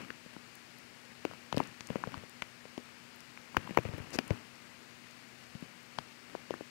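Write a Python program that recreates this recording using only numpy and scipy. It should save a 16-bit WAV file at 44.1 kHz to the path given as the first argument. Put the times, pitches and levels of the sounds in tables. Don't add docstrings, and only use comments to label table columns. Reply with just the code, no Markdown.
import sys
import numpy as np
from scipy import signal
from scipy.fft import rfft, irfft, next_fast_len
from scipy.io import wavfile
from scipy.ndimage import map_coordinates

SR = 44100
rng = np.random.default_rng(int(sys.argv[2]) if len(sys.argv) > 2 else 0)


def pcm_store(signal):
    levels = np.round(np.clip(np.atleast_2d(signal), -1, 1) * 32767)
    wavfile.write(sys.argv[1], SR, levels.astype(np.int16).T)


N = 295533


def amp(db):
    return 10 ** (np.asarray(db) / 20)


def unit(x):
    return x / np.sqrt(np.mean(x ** 2) + 1e-20)


def along(points, hz):
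    f, v = np.transpose(points)
    return np.interp(np.log(hz + 1), np.log(f + 1), v)


def wobble(rate):
    knots = rng.standard_normal(int(N * rate / SR) + 4)
    return map_coordinates(knots, [np.arange(N) * rate / SR])


def filtered(x, response):
    size = x.shape[-1]
    m = next_fast_len(2 * size)
    spectrum = rfft(x, m) * response(np.fft.rfftfreq(m, 1 / SR))
    return irfft(spectrum, m)[..., :size]


def coloured(x, spectrum):
    return unit(filtered(x, lambda hz: amp(along(spectrum, hz))))


def swell(t, rise):
    u = np.maximum(t, 0) / rise
    return u * np.exp(1 - u)


def plop(t, hz, rise):
    phase = 2 * np.arctan(1 / (2 * np.pi * hz * rise))
    return np.sin(2 * np.pi * hz * t + phase) * swell(t, rise)


def burst(envelope, spectrum, snap=0):
    puff = envelope * rng.standard_normal(len(envelope))
    puff[np.argmax(envelope)] += snap * np.linalg.norm(puff)
    return coloured(puff, spectrum) * np.sqrt(np.mean(envelope ** 2))


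def grains(rate, spread_db):
    struck = rng.random(N) < rate / SR
    sizes = amp(spread_db * rng.standard_normal(N).clip(-2, 2))
    return unit(struck * rng.standard_normal(N) * sizes)


def add(track, s, sound):
    start = max(round(s * SR), 0)
    track[start:start + len(sound)] += sound[:max(N - start, 0)]


def rain(level_db=-52, patter_db=-14):
    # frequency in Hz, relative density in dB.
    rain_colour = [(25, -17), (50, -10), (85, 0), (200, 3.5), (330, 1), (700, -3), (1400, -0.5), (2200, 1),
                   (3200, -3), (4400, -3.5), (6000, -9.5), (7200, -10.5), (11000, -18), (15500, -23.5)]
    drops = rng.standard_normal(N) + amp(patter_db) * grains(rate=150, spread_db=4.5)
    return amp(level_db) * coloured(drops, rain_colour)


def hum(waver=0.59):
    # frequency in Hz, rms level in dB.
    drone_tones = [(240.2, -62), (125, -69.5)]
    t = np.arange(N) / SR
    return sum(amp(db) * unit(np.sin(2 * np.pi * hz * t + waver * wobble(8.1))) for hz, db in drone_tones)


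def rise_and_fade():
    # start of the hold in seconds, hold in seconds, gain in dB.
    stretches = [(0, 0.0046, -42), (1.29, 0.038, -52), (1.576, 0.062, -44.5), (1.897, 0.28, -49.5),
                 (3.577, 0.35, -48.5), (3.975, 0.4, -49.5), (5.636, .01, -56), (5.983, .01, -54),
                 (6.3, .1, -55), (6.536, 0.031, -54)]
    attack_s, release_s = 0.033, 0.063
    t = np.arange(N) / SR
    gain = np.zeros(N)
    for s, hold, db in stretches:
        rising = np.maximum(s - t, 0) / attack_s
        fading = np.maximum(t - s - hold, 0) / release_s
        gain += amp(db) * np.exp(-rising - fading)
    return gain


def blocked_port(outside, floor_db=-74, grip_db=-16, lag_s=0.00044):
    # frequency in Hz, relative density in dB.
    rumble_colour = [(25, -18), (60, -6.5), (110, 2.5), (250, -4), (600, -10.5), (1300, -16), (2700, -12.5),
                     (4000, -15), (8000, -22), (15000, -24)]
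    # frequency in Hz, gain in dB.
    leak_gain = [(60, -60), (300, -35), (900, -64), (2500, -64), (8000, -46), (15000, -28)]
    grip_colour = [(40, 11), (130, 1.0), (700, -11.5), (2800, -20), (4000, -21), (15000, -49)]
    rumble = amp(floor_db) * coloured(rng.standard_normal(N), rumble_colour)
    rub = coloured(grains(rate=1800, spread_db=14.0), grip_colour)
    grip = rise_and_fade() * amp(grip_db) * rub
    leak = filtered(outside, lambda hz: amp(along(leak_gain, hz)) * np.exp(-2j * np.pi * hz * lag_s))
    return rumble + grip + leak


def rustle(level_db=-1.5, unevenness_db=2):
    # frequency in Hz, relative density in dB.
    rustle_colour = [(40, -41), (100, 9), (270, 9.5), (550, -6.5), (1100, -2.5), (2900, -4.5), (3250, -12),
                     (5000, -18.5), (8000, -25.5), (15000, -34)]
    uneven = amp(level_db + unevenness_db * wobble(70))
    return rise_and_fade() * uneven * coloured(grains(rate=4000, spread_db=0.5), rustle_colour)


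def crackle(level_db=-8, rate=140, spread_db=3):
    # frequency in Hz, relative density in dB.
    crackle_colour = [(100, -14), (600, -2), (1500, -2.5), (2900, -2.5), (4000, -13), (8000, -21),
                      (15000, -24)]
    return rise_and_fade() * amp(level_db) * coloured(grains(rate, spread_db), crackle_colour)


def squelch(level_db=-2, rate=60, low_hz=220, high_hz=1100, cycles=0.53, spread_db=4):
    out, t, loudness = np.zeros(N), np.arange(SR // 40) / SR, rise_and_fade()
    for when, pitch, size in rng.random((int(rate * N / SR), 3)):
        hz = low_hz * (high_hz / low_hz) ** pitch
        gain = loudness[int(when * N)] * amp(level_db + 2 * spread_db * size ** 2)
        add(out, when * N / SR, gain * plop(t, hz, cycles / hz))
    return out


def wet_tap(thud, pop, crack, spray_db, cycles=0.38, contact_s=0.00013, snap=0.32,
            crack_rise_s=0.0005, spray_rise_s=0.000428, spray_lead_s=0.00061,
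            settle_db=-21, settle_rise_s=0.0083, heavy_hz=140, heavy_power=0.83,
            linger_db=-16, linger=3.8, sag=0.822, grit_db=-20, grit_rise_s=0.0025):
    # multiple of the pitch, relative density in dB.
    crack_shape = [(.1, -8), (.35, -10), (.75, -6), (1, -2.5), (1.3, -3), (2.5, -22), (6, -44)]
    # frequency in Hz, relative density in dB.
    spray_colour = [(2000, -16), (4500, -9), (7500, 0), (10000, -15.5), (15000, -2)]
    # frequency in Hz, relative density in dB.
    shudder_colour = [(40, -40), (105, 1), (350, 5), (900, -9.5), (3000, -38), (9000, -60)]
    (thud_hz, thud_db), (pop_hz, pop_db), (crack_hz, crack_db) = thud, pop, crack
    t = np.arange(SR // 10) / SR

    def ring(hz):
        return plop(t, hz, contact_s + cycles / hz)

    def gritty(rise):
        return swell(t, rise) + amp(grit_db) * swell(t, grit_rise_s)

    body = amp(thud_db) * ring(thud_hz) + amp(pop_db) * ring(pop_hz)
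    body += amp(thud_db + linger_db) * plop(t, sag * thud_hz, linger * cycles / thud_hz)
    crack_colour = [(crack_hz * multiple, db) for multiple, db in crack_shape]
    grit = amp(crack_db) * burst(gritty(crack_rise_s), crack_colour, snap)
    depth = (heavy_hz / thud_hz) ** heavy_power
    shudder = amp(thud_db + settle_db) * depth * burst(swell(t, settle_rise_s), shudder_colour)
    spray = amp(spray_db) * burst(gritty(spray_rise_s), spray_colour, snap)
    return [(0, body + grit + shudder), (-spray_lead_s, spray)]


def taps(faint_spray_db=-68):
    # start in seconds, thud pitch in Hz, thud level in dB,
    # pop pitch in Hz, pop level in dB, crack pitch in Hz, crack level in dB.
    full_taps = [(0.3643, 258, -33.5, 885, -33.5, 1200, -42.5), (1.2514, 411, -18, 635, -22, 2380, -26),
                 (1.6024, 345, -19, 790, -13, 1730, -27.5), (2.778, 313, -25.5, 574, -32, 3240, -33.5),
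                 (3.5683, 330, -24, 824, -13.5, 2550, -14), (3.7737, 468, -13, 770, -9, 1800, -14),
                 (4.1877, 320, -17.5, 670, -14, 2820, -16), (6.351, 473, -29, 660, -25, 990, -38.5),
                 (6.507, 470, -20.5, 660, -30, 2870, -33), (6.5395, 320, -31.5, 450, -40, 1030, -30.5),
                 (6.609, 387, -31, 537, -33.5, 2200, -52)]
    # start in seconds, thud pitch in Hz, thud level in dB, pop level in dB.
    soft_taps = [(0.2619, 230, -40, -44), (1.544, 143, -29, -27), (1.5727, 246, -17, -20.5),
                 (1.5797, 189, -26, -30), (1.6132, 267, -40, -36), (1.9027, 213, -23, -25),
                 (1.9571, 270, -23, -21), (2.0729, 174, -29, -28.5), (2.1711, 120, -34, -44),
                 (2.236, 186, -44, -37.5), (2.6538, 250, -42, -37.5), (3.5717, 122, -27, -28),
                 (3.693, 264, -31, -45), (3.7082, 254, -26, -35), (3.7859, 150, -23.5, -16.5),
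                 (3.852, 129, -26, -27.5), (3.8883, 127, -29.5, -33), (3.9362, 119, -30, -34.5),
                 (3.9819, 133, -40, -32), (4.0006, 118, -31.5, -44), (4.155, 300, -27.5, -52),
                 (4.3063, 130, -16.5, -17.5), (5.5509, 168, -31, -52), (5.6247, 228, -30.5, -49)]
    # start in seconds, pop pitch in Hz, pop level in dB, crack pitch in Hz, crack level in dB.
    pop_taps = [(0.1041, 1760, -22, 2680, -34), (1.3118, 734, -33.5, 1100, -37.5),
                (1.335, 850, -39, 1500, -43), (1.5263, 810, -17, 2600, -22.5),
                (1.8072, 910, -32.5, 3640, -28), (2.0378, 1010, -22, 1330, -28.5),
                (2.1423, 1020, -25, 2940, -33.5), (2.4214, 2170, -24, 2100, -21),
                (3.3745, 2100, -43, 2230, -35.5), (3.546, 990, -30, 1500, -43),
                (3.6748, 960, -28, 2500, -41), (5.9863, 774, -20, 2780, -23)]
    full_spray_db = -15
    soft_pop_hz, soft_crack_hz = 449, 2150
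    soft_crack_db, soft_spray_db = -10, -25
    thud_ratio, thud_below_db = 0.242, -15.5

    contacts = []
    for s, thud_hz, thud_db, pop_hz, pop_db, crack_hz, crack_db in full_taps:
        contacts.append((s, (thud_hz, thud_db), (pop_hz, pop_db), (crack_hz, crack_db),
                         crack_db + full_spray_db))
    for s, thud_hz, thud_db, pop_db in soft_taps:
        force_db = max(thud_db, pop_db)
        contacts.append((s, (thud_hz, thud_db), (soft_pop_hz, pop_db),
                         (soft_crack_hz, force_db + soft_crack_db), force_db + soft_spray_db))
    for s, pop_hz, pop_db, crack_hz, crack_db in pop_taps:
        thud = (thud_ratio * pop_hz, pop_db + thud_below_db)
        contacts.append((s, thud, (pop_hz, pop_db), (crack_hz, crack_db), faint_spray_db))

    out = np.zeros(N)
    for s, *parts in contacts:
        for delay, sound in wet_tap(*parts):
            add(out, s + delay, sound)
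    return out


def hollow(x, turn_hz=800):
    # frequency in Hz, gain in dB.
    hollow_gain = [(400, -0.5), (580, 1.5), (780, -3), (1000, 2.5), (1250, -0.5), (1550, 1.5), (1950, -3.5),
                   (2600, -1), (3700, -6), (5300, 0), (6600, -4.5), (9000, -3.5)]
    return filtered(x, lambda hz: amp(along(hollow_gain, hz)) * (turn_hz - 1j * hz) / (turn_hz + 1j * hz))


def ticks(rise_s=0.00043, skirt_db=-17, stray_db=-54, stray_hz=9000, count=8):
    # crest of the tick in seconds, level in dB, pitch in Hz.
    tick_list = [(.554, -42.5, 8900), (.786, -48, 11000), (1.5663, -30.5, 4060), (1.5802, -26.5, 3900),
                 (1.638, -40, 3700), (1.673, -43.5, 6800), (1.872, -37.5, 6100), (2.296, -44, 8350),
                 (2.422, -37, 6200), (3.161, -49, 13000), (3.206, -43, 6500), (3.9805, -46, 12000),
                 (4.106, -45, 8000), (4.279, -41, 8750), (5.111, -48.5, 6360)]
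    out, t = np.zeros(N), np.arange(SR // 50) / SR
    strays = [(when * N / SR, stray_db, stray_hz * 2 ** (pitch - .5)) for when, pitch in rng.random((count, 2))]
    for s, db, hz in tick_list + strays:
        colour = [(hz / 10, 2 * skirt_db), (hz / 2, skirt_db), (hz, 0), (2 * hz, skirt_db), (4 * hz, 2 * skirt_db)]
        add(out, s - rise_s, amp(db) * burst(swell(t, rise_s), colour))
    return out


def scuffs():
    # start in seconds, length in seconds, level in dB.
    drags = [(4.128, .04, -36.5)]
    # frequency in Hz, relative density in dB.
    scuff_colour = [(100, 1.5), (450, 1), (900, -6), (2500, -8), (3600, -11), (5500, -7), (8000, -14),
                    (11000, -24), (15000, -28)]
    envelope, t = np.zeros(N), np.arange(N) / SR
    for s, length, db in drags:
        progress = np.clip((t - s) / length, 0, 1)
        envelope += amp(db) * np.sqrt(np.abs(np.sin(np.pi * progress)))
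    return envelope * coloured(grains(rate=18000, spread_db=1.0), scuff_colour)


def scene():
    ground = rustle() + crackle() + squelch() + scuffs()
    outside = rain() + hum() + ground + hollow(taps()) + ticks()
    return np.array([outside, blocked_port(outside)])


def record(dry, low_hz=55, top_hz=15750):
    # frequency in Hz, gain in dB.
    duct_gain = [(2900, 1), (3350, -2.5), (3900, -2.5), (4600, 0)]
    thin = signal.sosfilt(signal.butter(3, low_hz, "high", fs=SR, output="sos"), dry)
    return filtered(thin, lambda hz: amp(along(duct_gain, hz)) * (hz < top_hz))


dry = scene()
out = record(dry)
pcm_store(out)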